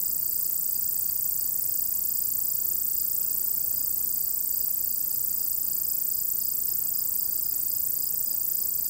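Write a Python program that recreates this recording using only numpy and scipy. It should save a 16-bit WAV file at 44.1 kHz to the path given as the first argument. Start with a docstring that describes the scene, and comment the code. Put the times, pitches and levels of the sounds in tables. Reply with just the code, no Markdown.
"""Outdoors among plants: a katydid sings on a stem close to the microphone, about 30 wing beats a second.
In each beat the wings open with a soft scrape, then close and drag the scraper over the file
tooth by tooth. Crickets chirp further off in near-pure tones that sink in pitch.
Behind them lie a thin insect hiss, a faint outdoor rumble and a weak hum."""
import sys
import numpy as np
from scipy import signal
from scipy.fft import rfft, irfft, next_fast_len
from scipy.io import wavfile

SR = 44100
rng = np.random.default_rng(int(sys.argv[2]) if len(sys.argv) > 2 else 0)


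def pcm_store(signal):
    """Save signal as 16-bit PCM."""
    levels = np.round(np.clip(np.atleast_2d(signal), -1, 1) * 32767)
    wavfile.write(sys.argv[1], SR, levels.astype(np.int16).T)


N = 392049
T = np.arange(N) / SR

# outdoor rumble spectrum (frequency [Hz], relative level [dB])
RUMBLE_SPECTRUM = [(20, -10), (45, -4.5), (90, 0), (160, -3), (300, -7), (600, -12.5), (1200, -17),
                   (1700, -21.5), (2500, -28), (3300, -27), (4200, -39), (8000, -40)]
# distant insect hiss spectrum (frequency [Hz], relative level [dB])
HISS_SPECTRUM = [(3800, -49.5), (4500, -12), (5500, -14), (8000, -9.5), (10000, -8), (12500, -4),
                 (15000, 4.5), (16000, -10.5)]
# hum and whine (frequency [Hz], rms level [dB])
HUM_TONES = [(59.2, -66), (372, -72.5), (1281, -74.5), (1691, -81.5)]
# distant cricket groups
# (pitch [Hz], rms level [dB], pitch fall [Hz], chirp rate [1/s], first chirp [s], swell [dB])
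CRICKET_GROUPS = [(5050, -56.5, 350, 3.78, .1, 4), (4730, -57, 330, 2.585, .31, 3.5),
                  (4680, -59.5, 520, 3.18, .155, 4.5)]
# nearby cricket chirps (time [s], pulses [count], first pulse peak [dB], pitch [Hz])
NEAR_CHIRPS = [(.056, 2, -43, 5030), (.356, 3, -42.5, 5030), (.754, 1, -40, 5050), (1.768, 3, -45, 5050),
               (2.099, 2, -43, 5050), (2.447, 2, -43, 5030), (2.996, 1, -42, 5050), (3.567, 1, -44, 5100),
               (3.849, 1, -43, 5050), (4.565, 2, -45, 5030), (4.91, 3, -46, 5000), (5.138, 1, -42.5, 5030),
               (5.387, 2, -44, 5030), (5.522, 1, -43, 5000), (5.68, 3, -45.5, 4980), (5.843, 2, -39, 5110),
               (6.138, 2, -39.5, 5110), (6.408, 2, -38.5, 5110), (6.474, 2, -42, 5050),
               (6.68, 2, -39, 5110), (6.942, 2, -36.5, 5110), (7.197, 2, -40, 5090),
               (7.336, 3, -43.5, 5030), (7.455, 2, -40, 5110), (7.703, 2, -39, 5110),
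               (8.02, 2, -37.5, 5110), (8.155, 1, -41, 5050), (8.264, 2, -38, 5110),
               (8.582, 2, -38.5, 5110), (8.85, 1, -41, 5050)]
# katydid tempo, slowing slightly (time [s], beat rate [1/s])
BEAT_RATE = [(0, 30.32), (.75, 29.995), (2, 30.22), (3.4, 30.205), (4.4, 30.03), (5.6, 29.675),
             (6.3, 29.97), (7.1, 29.66), (7.6, 29.52), (8.89, 29.02)]
# scraper skips part of the file (time [s], skip [beats], recovery [s])
SCRAPER_SKIPS = [(7.4855, .16, .024), (7.5205, .21, .031)]
# singing effort (time [s], closing gain [dB], opening gain [dB])
STROKE_GAINS = [(0, 1, 0.1), (1.3, 1.2, 0.1), (2.4, 1.4, -0.2), (4, 1.3, -0.5), (6, 1, -1.1),
                (8.89, 1, -0.7)]
# sliding friction, loudest as the wings open (phase [beats], relative level [dB])
SLIDE_FRICTION = [(0, -11), (.03, -24), (.08, -26), (.12, -6.5), (.15, -2), (.22, 0), (.27, 0), (.32, -3),
                  (.37, -14), (.41, -9), (.5, -15), (.6, -14), (.85, -25), (.93, -13), (.97, -7.5),
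                  (1, -11)]
# wing response while opening (frequency [Hz], gain [dB])
OPENING_RESPONSE = [(3600, -59), (4500, -22.5), (5400, -18.5), (6300, -11.5), (6850, -8.5), (7200, -4),
                    (8300, 0.5), (8900, -12.5), (9700, -14.5), (11200, -22), (15500, -7.5)]
# wing response as the scraper catches (frequency [Hz], gain [dB])
CATCH_RESPONSE = [(4000, -60), (5500, -32), (6700, -14), (7300, -1), (8400, 0), (8900, -8), (10100, -7),
                  (11200, -20), (15500, -22)]
# scraper on the file while closing (phase [beats], tooth rate [Hz], relative force [dB])
FILE_STROKE = [(.388, 1650, -11.5), (.43, 1560, -9), (.48, 1330, -7), (.56, 1140, -4.2), (.65, 1010, -1.2),
               (.75, 1050, -.2), (.83, 1020, .1), (.87, 1400, -.2), (.92, 1750, -2), (.96, 2300, -4.5),
               (.99, 2400, -11)]
# wing response while closing (frequency [Hz], gain [dB])
CLOSING_RESPONSE = [(3500, -74.5), (4400, -38.5), (5500, -22.5), (6600, -35), (8100, -23.5), (9700, -25),
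                    (10900, -12.5), (11800, -14), (12700, -9.5), (13400, -1.5), (14200, -0.5), (15000, 5),
                    (15800, -2.5)]
# left-right level and phase difference (frequency [Hz], left minus right [dB], left lead [rad])
STEREO_BALANCE = [(100, .9, 0), (5000, .9, 0), (6000, .3, 0), (8400, 1.8, 0), (11000, 2.1, 0),
                  (12600, .3, 0), (14000, .5, -.1), (14350, 2, -.62), (14650, 0, -.7), (15100, 0, -.72),
                  (15600, -2.1, -.7)]


def undb(db):
    """Decibels to gain."""
    return 10 ** (np.asarray(db) / 20)


def level(x, db):
    """Scale to an rms level."""
    return x * undb(db) / np.sqrt(np.mean(x ** 2))


def on_log_axis(hz, points_hz, values):
    """Interpolate over log frequency."""
    return np.interp(np.log(hz + 1), np.log(points_hz), values)


def colour(x, response, size=4096):
    """Minimum-phase filter from (frequency [Hz], gain [dB]) points."""
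    gain_db = on_log_axis(np.fft.rfftfreq(size, 1 / SR), *np.transpose(response))
    cepstrum = irfft(np.log(undb(gain_db)))
    cepstrum[1:size // 2] *= 2
    cepstrum[size // 2 + 1:] = 0
    return signal.fftconvolve(x, irfft(np.exp(rfft(cepstrum))))[:N]


def drift(rate_hz):
    """Smooth random curve, spread near 1."""
    knots = rng.standard_normal(int(N / SR * rate_hz) + 2)
    return np.interp(T * rate_hz, np.arange(len(knots)), knots)


def clicks(times_s, sizes, half_width=8):
    """Impulses placed between samples by a windowed sinc."""
    out = np.zeros(N)
    index = (times_s * SR).astype(int)[:, None] + np.arange(1 - half_width, half_width + 1)
    offset = index - times_s[:, None] * SR
    shape = np.sinc(offset) * np.cos(np.pi * offset / (2 * half_width)) ** 2
    np.add.at(out, np.clip(index, 0, N - 1), sizes[:, None] * shape * (index >= 0) * (index < N))
    return out


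def leaf_echo(x, t60_s, spread):
    """Diffuse echoes off leaves and stems, partly different per channel."""
    t = T[:SR // 4]
    mid, side = rng.standard_normal((2, len(t))) * 1000. ** (-t / t60_s)
    tails = [level(mid + sign * spread * side, 0) / np.sqrt(len(t)) for sign in (1, -1)]
    return np.array([signal.fftconvolve(x, tail)[:N] for tail in tails])


def air(spectrum, rms_db, spread, drift_db):
    """Wide, slowly drifting noise bed, narrower in the bass."""
    mid, side = (colour(rng.standard_normal(N), spectrum) for _ in range(2))
    side = spread * colour(side, [(30, -4), (90, -7), (200, -1.5), (700, -3)])
    return level(np.array([mid + side, mid - side]) * undb(drift_db * drift(3)), rms_db)


def hum(waver_hz=4, waver_db=2):
    """Weak tones wavering in pitch and level."""
    out = 0
    for hz, rms_db in HUM_TONES:
        tone = np.sin(2 * np.pi * np.cumsum(hz + waver_hz * drift(25)) / SR)
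        out += level(tone * undb(waver_db * drift(3)), rms_db)
    return out


def cricket_pulses(times_s, peaks_db, pitches_hz, fall_hz, length_s):
    """One near-pure tone per wing stroke: quick swell, pitch sinking as it fades."""
    out = np.zeros(N + SR)
    progress = np.arange(int(length_s * SR)) / (length_s * SR)
    swell = np.sin(np.pi * np.sqrt(progress)) ** 2
    for time_s, peak_db, hz in zip(times_s, peaks_db, pitches_hz):
        start = int(max(time_s, 0) * SR)
        tone = np.sin(2 * np.pi * np.cumsum(hz - fall_hz * progress ** 2) / SR)
        out[start:start + len(tone)] += undb(peak_db) * swell * tone
    return out[:N]


def far_crickets(pulse_rate_hz=55):
    """Overlapping pulses blurred by vegetation; each group swells at its own chirp rate."""
    grid_s = np.arange(0, N / SR, 1 / pulse_rate_hz)
    out = 0
    for pitch_hz, rms_db, fall_hz, chirp_rate_hz, first_s, swell_db in CRICKET_GROUPS:
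        gain_db, detune_hz, jitter_s = (rng.standard_normal((len(grid_s), 3)) * [2.9, 55, .012]).T
        song = cricket_pulses(grid_s + jitter_s, gain_db, pitch_hz + detune_hz, fall_hz, length_s=.0198)
        blurred = song + leaf_echo(song, t60_s=.089, spread=.17)
        swell = undb(swell_db * np.cos(2 * np.pi * chirp_rate_hz * (T - first_s)))
        out += level(swell * blurred, rms_db)
    return out


def near_crickets(spacing_s=.047, rise_db=1, lead_s=.002, echo_db=-9):
    """Chirps of one to three evenly spaced pulses, each louder than the last."""
    pulses = [(start_s + k * spacing_s - lead_s, first_db + k * rise_db, hz)
              for start_s, count, first_db, hz in NEAR_CHIRPS for k in range(round(count))]
    times_s, peaks_db, pitches_hz = np.transpose(pulses)
    pitches_hz += 20 * rng.standard_normal(len(pulses))
    song = cricket_pulses(times_s, peaks_db, pitches_hz, fall_hz=700, length_s=.0267)
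    return song + undb(echo_db) * leaf_echo(song, t60_s=.2, spread=.3)


def wing_beats(start_beats=.797):
    """Running katydid beat count; jumps ahead at each skip, then falls back in step."""
    beats = start_beats + np.cumsum(np.interp(T, *np.transpose(BEAT_RATE))) / SR
    for time_s, skip_beats, recover_s in SCRAPER_SKIPS:
        beats += skip_beats * (T > time_s) * np.maximum(1 - ((T - time_s) / recover_s) ** 2, 0)
    return beats


def opening_stroke(beats, slide_db=-35.7, catch_db=-45, catch_phase=.3, contact_rate_hz=2400):
    """The scraper slides back in light, uneven contacts and catches just before the wings turn."""
    phase = (beats + .007 * drift(25)) % 1
    grid_s = np.arange(0, N / SR, 1 / contact_rate_hz)
    contacts = clicks(grid_s + rng.random(len(grid_s)) / contact_rate_hz, np.ones(len(grid_s)))
    friction = undb(np.interp(phase, *np.transpose(SLIDE_FRICTION)))
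    grip = np.exp(-.5 * ((phase - catch_phase) / .02) ** 2)
    slide = colour(contacts * friction, OPENING_RESPONSE)
    catch = colour(contacts * grip, CATCH_RESPONSE)
    return level(slide, slide_db) + level(catch, catch_db)


def closing_stroke(beats, rms_db=-26.5, rasp_db=-17, rasp_decay_teeth=.25, speed_spread=.022):
    """Each file tooth kicks the wing, which rings briefly and rasps as the scraper slips."""
    knots, tooth_hz, force_db = np.transpose(FILE_STROKE)
    phase = (beats + .006 * drift(25)) % 1
    force = undb(np.interp(phase, knots, force_db)) * (phase > knots[0]) * (phase < knots[-1])
    teeth = np.cumsum(np.interp(phase, knots, tooth_hz) * (1 + speed_spread * drift(90))) / SR
    strikes_s = np.interp(np.arange(1, teeth[-1]), teeth, T)
    # even file, steady stroke: little scatter
    jitter_s, jitter_db = (rng.standard_normal((len(strikes_s), 2)) * [8e-6, .7]).T
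    strikes = clicks(strikes_s + jitter_s, np.interp(strikes_s, T, force) * undb(jitter_db))
    rasp = force * np.exp(-(teeth % 1) / rasp_decay_teeth) * rng.standard_normal(N)
    drive = level(strikes, 0) + level(rasp, rasp_db)
    return level(colour(drive, CLOSING_RESPONSE), rms_db)


def katydid(echo_db=-22, closing_waver_db=.35, opening_waver_db=.4, lift_s=.005, lift_db=-20):
    """Alternating strokes of wavering strength; the scraper lifts off briefly before each skip."""
    beats = wing_beats()
    times_s, closing_db, opening_db = np.transpose(STROKE_GAINS)
    closing_gain = undb(np.interp(T, times_s, closing_db) + closing_waver_db * drift(20))
    opening_gain = undb(np.interp(T, times_s, opening_db) + opening_waver_db * drift(20))
    lifted = sum(np.exp(-((T - skip_s) / (lift_s / 2) + 1) ** 4) for skip_s, _, _ in SCRAPER_SKIPS)
    strokes = closing_gain * closing_stroke(beats) + opening_gain * opening_stroke(beats)
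    song = undb(lift_db * lifted) * strokes
    return song + undb(echo_db) * leaf_echo(song, t60_s=.1, spread=1.3)


def scene():
    """Katydid in front; crickets, air and hum behind."""
    rumble = air(RUMBLE_SPECTRUM, rms_db=-51.5, spread=1.055, drift_db=.4)
    hiss = air(HISS_SPECTRUM, rms_db=-39.5, spread=.38, drift_db=.3)
    return katydid() + near_crickets() + far_crickets() + rumble + hiss + hum()


def record(dry, cutoff_hz=15750):
    """Left-right level and phase difference by frequency, widening the top treble; steep low-pass."""
    size = next_fast_len(N + SR // 10, True)
    hz = np.fft.rfftfreq(size, 1 / SR)
    points_hz, balance_db, lead_rad = np.transpose(STEREO_BALANCE)
    left_gain = undb(on_log_axis(hz, points_hz, balance_db) / 2)
    left = left_gain * np.exp(.5j * on_log_axis(hz, points_hz, lead_rad))
    low_pass = 1 / np.sqrt(1 + (hz / cutoff_hz) ** 500)
    return irfft(rfft(dry, size) * np.array([left, 1 / left]) * low_pass, size)[:, :N]


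dry = scene()
out = record(dry)
pcm_store(out)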